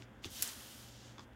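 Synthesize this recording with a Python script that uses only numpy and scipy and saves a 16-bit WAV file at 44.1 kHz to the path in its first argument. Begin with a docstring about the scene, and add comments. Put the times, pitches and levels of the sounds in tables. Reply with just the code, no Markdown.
"""Palm sweeping a plastic cover sheet

A small quiet room with a faint wavering hum; a wooden table under a plastic sheet, heard in mono.
A palm lands, sweeps across and lifts off: shaped noise for skin on film, close and with no room on it.
The sheet snaps once sharply, with quick reflections, and ticks softly (damped broad resonances);
the table thuds (decaying sines). Snaps, flaps and thuds also return from the walls as a short noise tail."""
import sys
import numpy as np
from scipy import signal
from scipy.fft import rfft, irfft, next_fast_len
from scipy.io import wavfile
from scipy.ndimage import map_coordinates

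SR = 44100
rng = np.random.default_rng(int(sys.argv[2]) if len(sys.argv) > 2 else 0)


def wrap_up_sound(samples):
    """Save the sound to the file named by the first command line argument, as 16-bit audio."""
    columns = np.atleast_2d(samples).T
    # keep every value between -1 and 1, then stretch to whole-number steps
    tamed = np.clip(columns, -1, 1)
    steps = np.round(tamed * 32767).astype(np.int16)
    wavfile.write(sys.argv[1], SR, steps)


N = 59535
T = np.arange(N) / SR


def amp(db):
    """Decibels to gain."""
    return 10 ** (np.asarray(db) / 20)


def unit(x):
    """Scale to rms 1."""
    return x / np.sqrt(np.mean(x ** 2) + 1e-20)


def decay(t, t60):
    """Exponential decay that falls 60 dB in t60 seconds."""
    return np.exp(-np.log(1000) * t / t60)


def wobble(rate):
    """A smooth random curve with rate knots a second."""
    knots = rng.standard_normal(int(N * rate / SR) + 4)
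    return map_coordinates(knots, [T * rate])


def filtered(x, response):
    """Multiply the spectrum of x by a response of frequency."""
    size = next_fast_len(N + 8192)
    hz = np.fft.rfftfreq(size, 1 / SR)
    return irfft(rfft(x, size) * response(hz), size)[:N]


def noise(points):
    """Noise of rms 1, its spectrum drawn through (pitch_hz, level_db) points."""
    point_hz, point_db = np.transpose(points)

    def response(hz):
        return amp(np.interp(np.log(hz + 1), np.log(point_hz), point_db))

    return unit(filtered(rng.standard_normal(N), response))


def add(track, start_s, sound):
    """Mix a sound into the track at start_s, cut at the track's end."""
    part = track[round(start_s * SR):][:len(sound)]
    part += sound[:len(part)]


# Spectrum of the quiet room: pitch_hz, level_db (relative, per Hz)
ROOM_NOISE = [(22, -37), (40, -9.5), (58, 3), (90, -1.5), (150, -8), (240, -1), (400, -11), (800, -13.5),
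              (1150, -17.5), (1600, -15.5), (2400, -24), (3500, -24.5), (4200, -47), (15500, -44.5),
              (16500, -52.5)]
# Steady hum lines, before waver and swell: pitch_hz, level_db (rms)
HUM_LINES = [(118.6, -61.5), (215.3, -71.5), (290.7, -75), (527.6, -76)]
# Slow swell of the lowest hum line: time_s, change_db
LOW_HUM_SWELL = [(0, 4.5), (.15, -3.5), (.35, -8), (.63, -7), (.78, 1), (1.12, 2.5), (1.35, -7.5)]
ROOM_NOISE_DB, HUM_WAVER_DB = -59, 1  # rms level; typical waver


def background():
    """Room noise, and hum as sines that waver in level; the lowest also swells and sinks."""
    lines = []
    for hz, db in HUM_LINES:
        level = amp(db + HUM_WAVER_DB * wobble(5.11))
        lines.append(level * np.sqrt(2) * np.sin(2 * np.pi * (hz * T + rng.random())))
    swell = amp(np.interp(T, *np.transpose(LOW_HUM_SWELL)))
    return amp(ROOM_NOISE_DB) * noise(ROOM_NOISE) + swell * lines[0] + sum(lines[1:])


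def room(x):
    """Diffuse answer from the walls: a decaying noise tail after a short gap."""
    t60_s, level_db, gap_s = 0.12, -9.5, 0.0036
    tail = rng.standard_normal(N) * decay(T, t60_s) * (T > gap_s)
    return amp(level_db) * signal.fftconvolve(x, tail / np.linalg.norm(tail))[:N]


# The hand pressing on the table: start_s, level_db
THUMPS = [(.008, -54.5), (0.2466, -51), (0.2552, -41), (0.403, -54.5), (1.187, -50)]
# Low modes of the table top: pitch_hz, level_db (relative), t60_s
TABLE_MODES = [(91.2, -1.5, 0.13), (189, -4.5, .07), (259, -3, 0.058), (302, 2.5, 0.063),
               (350.3, -1.5, 0.056), (805, -13.5, 0.032)]


def table():
    """The soft palm rings the table's modes; their balance varies a little with each press."""
    attack_s = 0.0024
    out = np.zeros(N)
    for start_s, db in THUMPS:
        ring = np.zeros(N)
        for hz, mode_db, t60 in TABLE_MODES:
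            level = amp(mode_db + rng.normal(0, 1))
            ring += level * decay(T, t60) * np.sin(2 * np.pi * hz * T)
        soft_onset = 1 - np.exp(-T / attack_s)
        add(out, start_s, amp(db) * ring * soft_onset)
    return out


def pop(hz, octaves, t60, size=4096):
    """A sudden push and a short random flutter, through one broad resonance of the sheet."""
    flutter_attack_s, flutter_db = 0.00048, -10
    t, f = np.arange(size) / SR, np.fft.rfftfreq(size, 1 / SR)
    distance = np.log2((f + 20) / hz) / octaves
    log_gain = -np.log(1 + distance ** 2 / 2) * 2
    # Folding the cepstrum gives minimum phase: the push starts at once.
    cepstrum = irfft(log_gain)
    cepstrum[1:size // 2] *= 2
    cepstrum[size // 2:] = 0
    push = irfft(np.exp(rfft(cepstrum)))
    flutter = unit(irfft(rfft(rng.standard_normal(size)) * rfft(push)))
    envelope = decay(t, t60) * (1 - np.exp(-t / flutter_attack_s))
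    return push / np.abs(push).max() + amp(flutter_db) * flutter * envelope


# Snaps and ticks of the sheet, and the first quick reflections after the sharp snap:
# start_s, level_db, pitch_hz, width_octaves, t60_s (of the flutter)
SNAPS_AND_REFLECTIONS = [(0.0226, -39, 3000, 0.58, .008), (.2400, -34.5, 3400, 0.57, 0.0042),
                         (0.2444, -31, 3300, 0.44, 0.01), (0.2455, -29.5, 3300, 0.44, 0.0088),
                         (.4198, -32, 11500, .3, .004), (0.4236, -12.5, 8840, 1.07, 0.017),
                         (.4256, -22, 4800, 0.65, 0.017), (0.4275, -20, 8700, 0.76, 0.029),
                         (0.4258, -33.5, 1960, 0.6, 0.027), (0.4764, -28, 7600, 0.28, .006),
                         (0.4782, -36.5, 7440, 0.26, .005), (.4910, -30.5, 5060, 0.89, 0.0053),
                         (1.334, -56.5, 3000, 0.75, 0.0073)]
# The sheet flapping on the wood: start_s, level_db
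FLAPS = [(0.2462, -43), (1.182, -44.5), (1.194, -42.5), (1.2062, -51)]
# Resonances of the flapping film: pitch_hz, level_db (relative), width_octaves, t60_s (of the flutter)
FILM_RESONANCES = [(1140, -1, 0.41, 0.054), (1930, -1, 0.73, 0.012), (3480, -8.5, 0.058, 0.026),
                   (4800, -5.5, 0.16, 0.026), (6540, -10.5, 0.11, 0.027)]


def sheet():
    """Snaps, ticks and reflections use one resonance each; the film flaps on the wood in several."""
    out = np.zeros(N)
    for start_s, db, hz, octaves, t60 in SNAPS_AND_REFLECTIONS:
        add(out, start_s, amp(db) * pop(hz, octaves, t60))
    for start_s, db in FLAPS:
        for hz, resonance_db, octaves, t60 in FILM_RESONANCES:
            add(out, start_s, amp(db + resonance_db) * pop(hz, octaves, t60))
    return out


# Course of the sliding hand, before the layer trims: time_s, brush_db, rub_db, hiss_db
STROKE = [(0, -65, -69, -78), (0.034, -73, -67.5, -90), (0.065, -70.5, -83, -91),
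          (0.214, -78.0, -81.5, -92), (0.233, -66, -63.5, -74), (0.256, -65.5, -51, -59.5),
          (0.283, -64.5, -62, -74), (0.31, -79, -59, -58.5), (0.365, -66, -51, -54), (0.41, -59, -50, -52),
          (0.48, -55, -50, -51), (0.545, -62.5, -57, -58), (0.7, -66, -59, -60), (0.82, -68.0, -61, -63),
          (0.95, -77, -63.5, -74), (1.08, -72, -63, -79), (1.176, -69.5, -72.5, -83),
          (1.236, -72, -68, -81.5), (1.259, -80, -84, -86), (1.35, -89, -85.5, -90)]
# Spectrum of the dull brush of the palm: pitch_hz, level_db (relative, per Hz)
BRUSH = [(150, -19), (370, -0.5), (650, -1.5), (1000, -1), (1500, 2), (2100, -1), (2600, -5.5), (4000, -28)]
# Spectrum of the rub of skin on film: pitch_hz, level_db (relative, per Hz)
RUB = [(500, -28), (1500, -11.5), (2500, -5.5), (3050, 3), (3500, 1.5), (3950, -1), (5100, 0), (7100, -1.5),
       (8600, -12.5), (16000, -32.5)]
# Spectrum of the fine hiss of fast sliding: pitch_hz, level_db (relative, per Hz)
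HISS = [(3000, -41.5), (6500, -8.5), (8000, -1), (9600, 1), (11000, -1.5), (12400, 0.5), (14000, -2.5),
        (15700, -5), (16200, -35)]
BRUSH_TRIM_DB, RUB_TRIM_DB, HISS_TRIM_DB = 1.5, 2, 0.5
GRAIN_DB, GRAINS_PER_S = 0.8, 700


def sliding_hand():
    """Skin catches finely on the film: three noise bands follow the stroke under one shared grain."""
    time_s, brush_db, rub_db, hiss_db = np.transpose(STROKE)
    grain = unit(amp(GRAIN_DB * wobble(GRAINS_PER_S)))
    brush = amp(np.interp(T, time_s, brush_db) + BRUSH_TRIM_DB) * noise(BRUSH)
    rub = amp(np.interp(T, time_s, rub_db) + RUB_TRIM_DB) * noise(RUB)
    hiss = amp(np.interp(T, time_s, hiss_db) + HISS_TRIM_DB) * noise(HISS)
    return grain * (brush + rub + hiss)


def scene():
    """All sources, the same in both channels; only the contacts excite the room."""
    contacts = sheet() + table()
    mono = contacts + room(contacts) + sliding_hand() + background()
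    return np.tile(mono, (2, 1))


def record(dry):
    """The recorder keeps nothing above its band limit."""
    top_hz = 15950
    return np.array([filtered(x, lambda hz: hz < top_hz) for x in dry])


dry = scene()
out = record(dry)
wrap_up_sound(out)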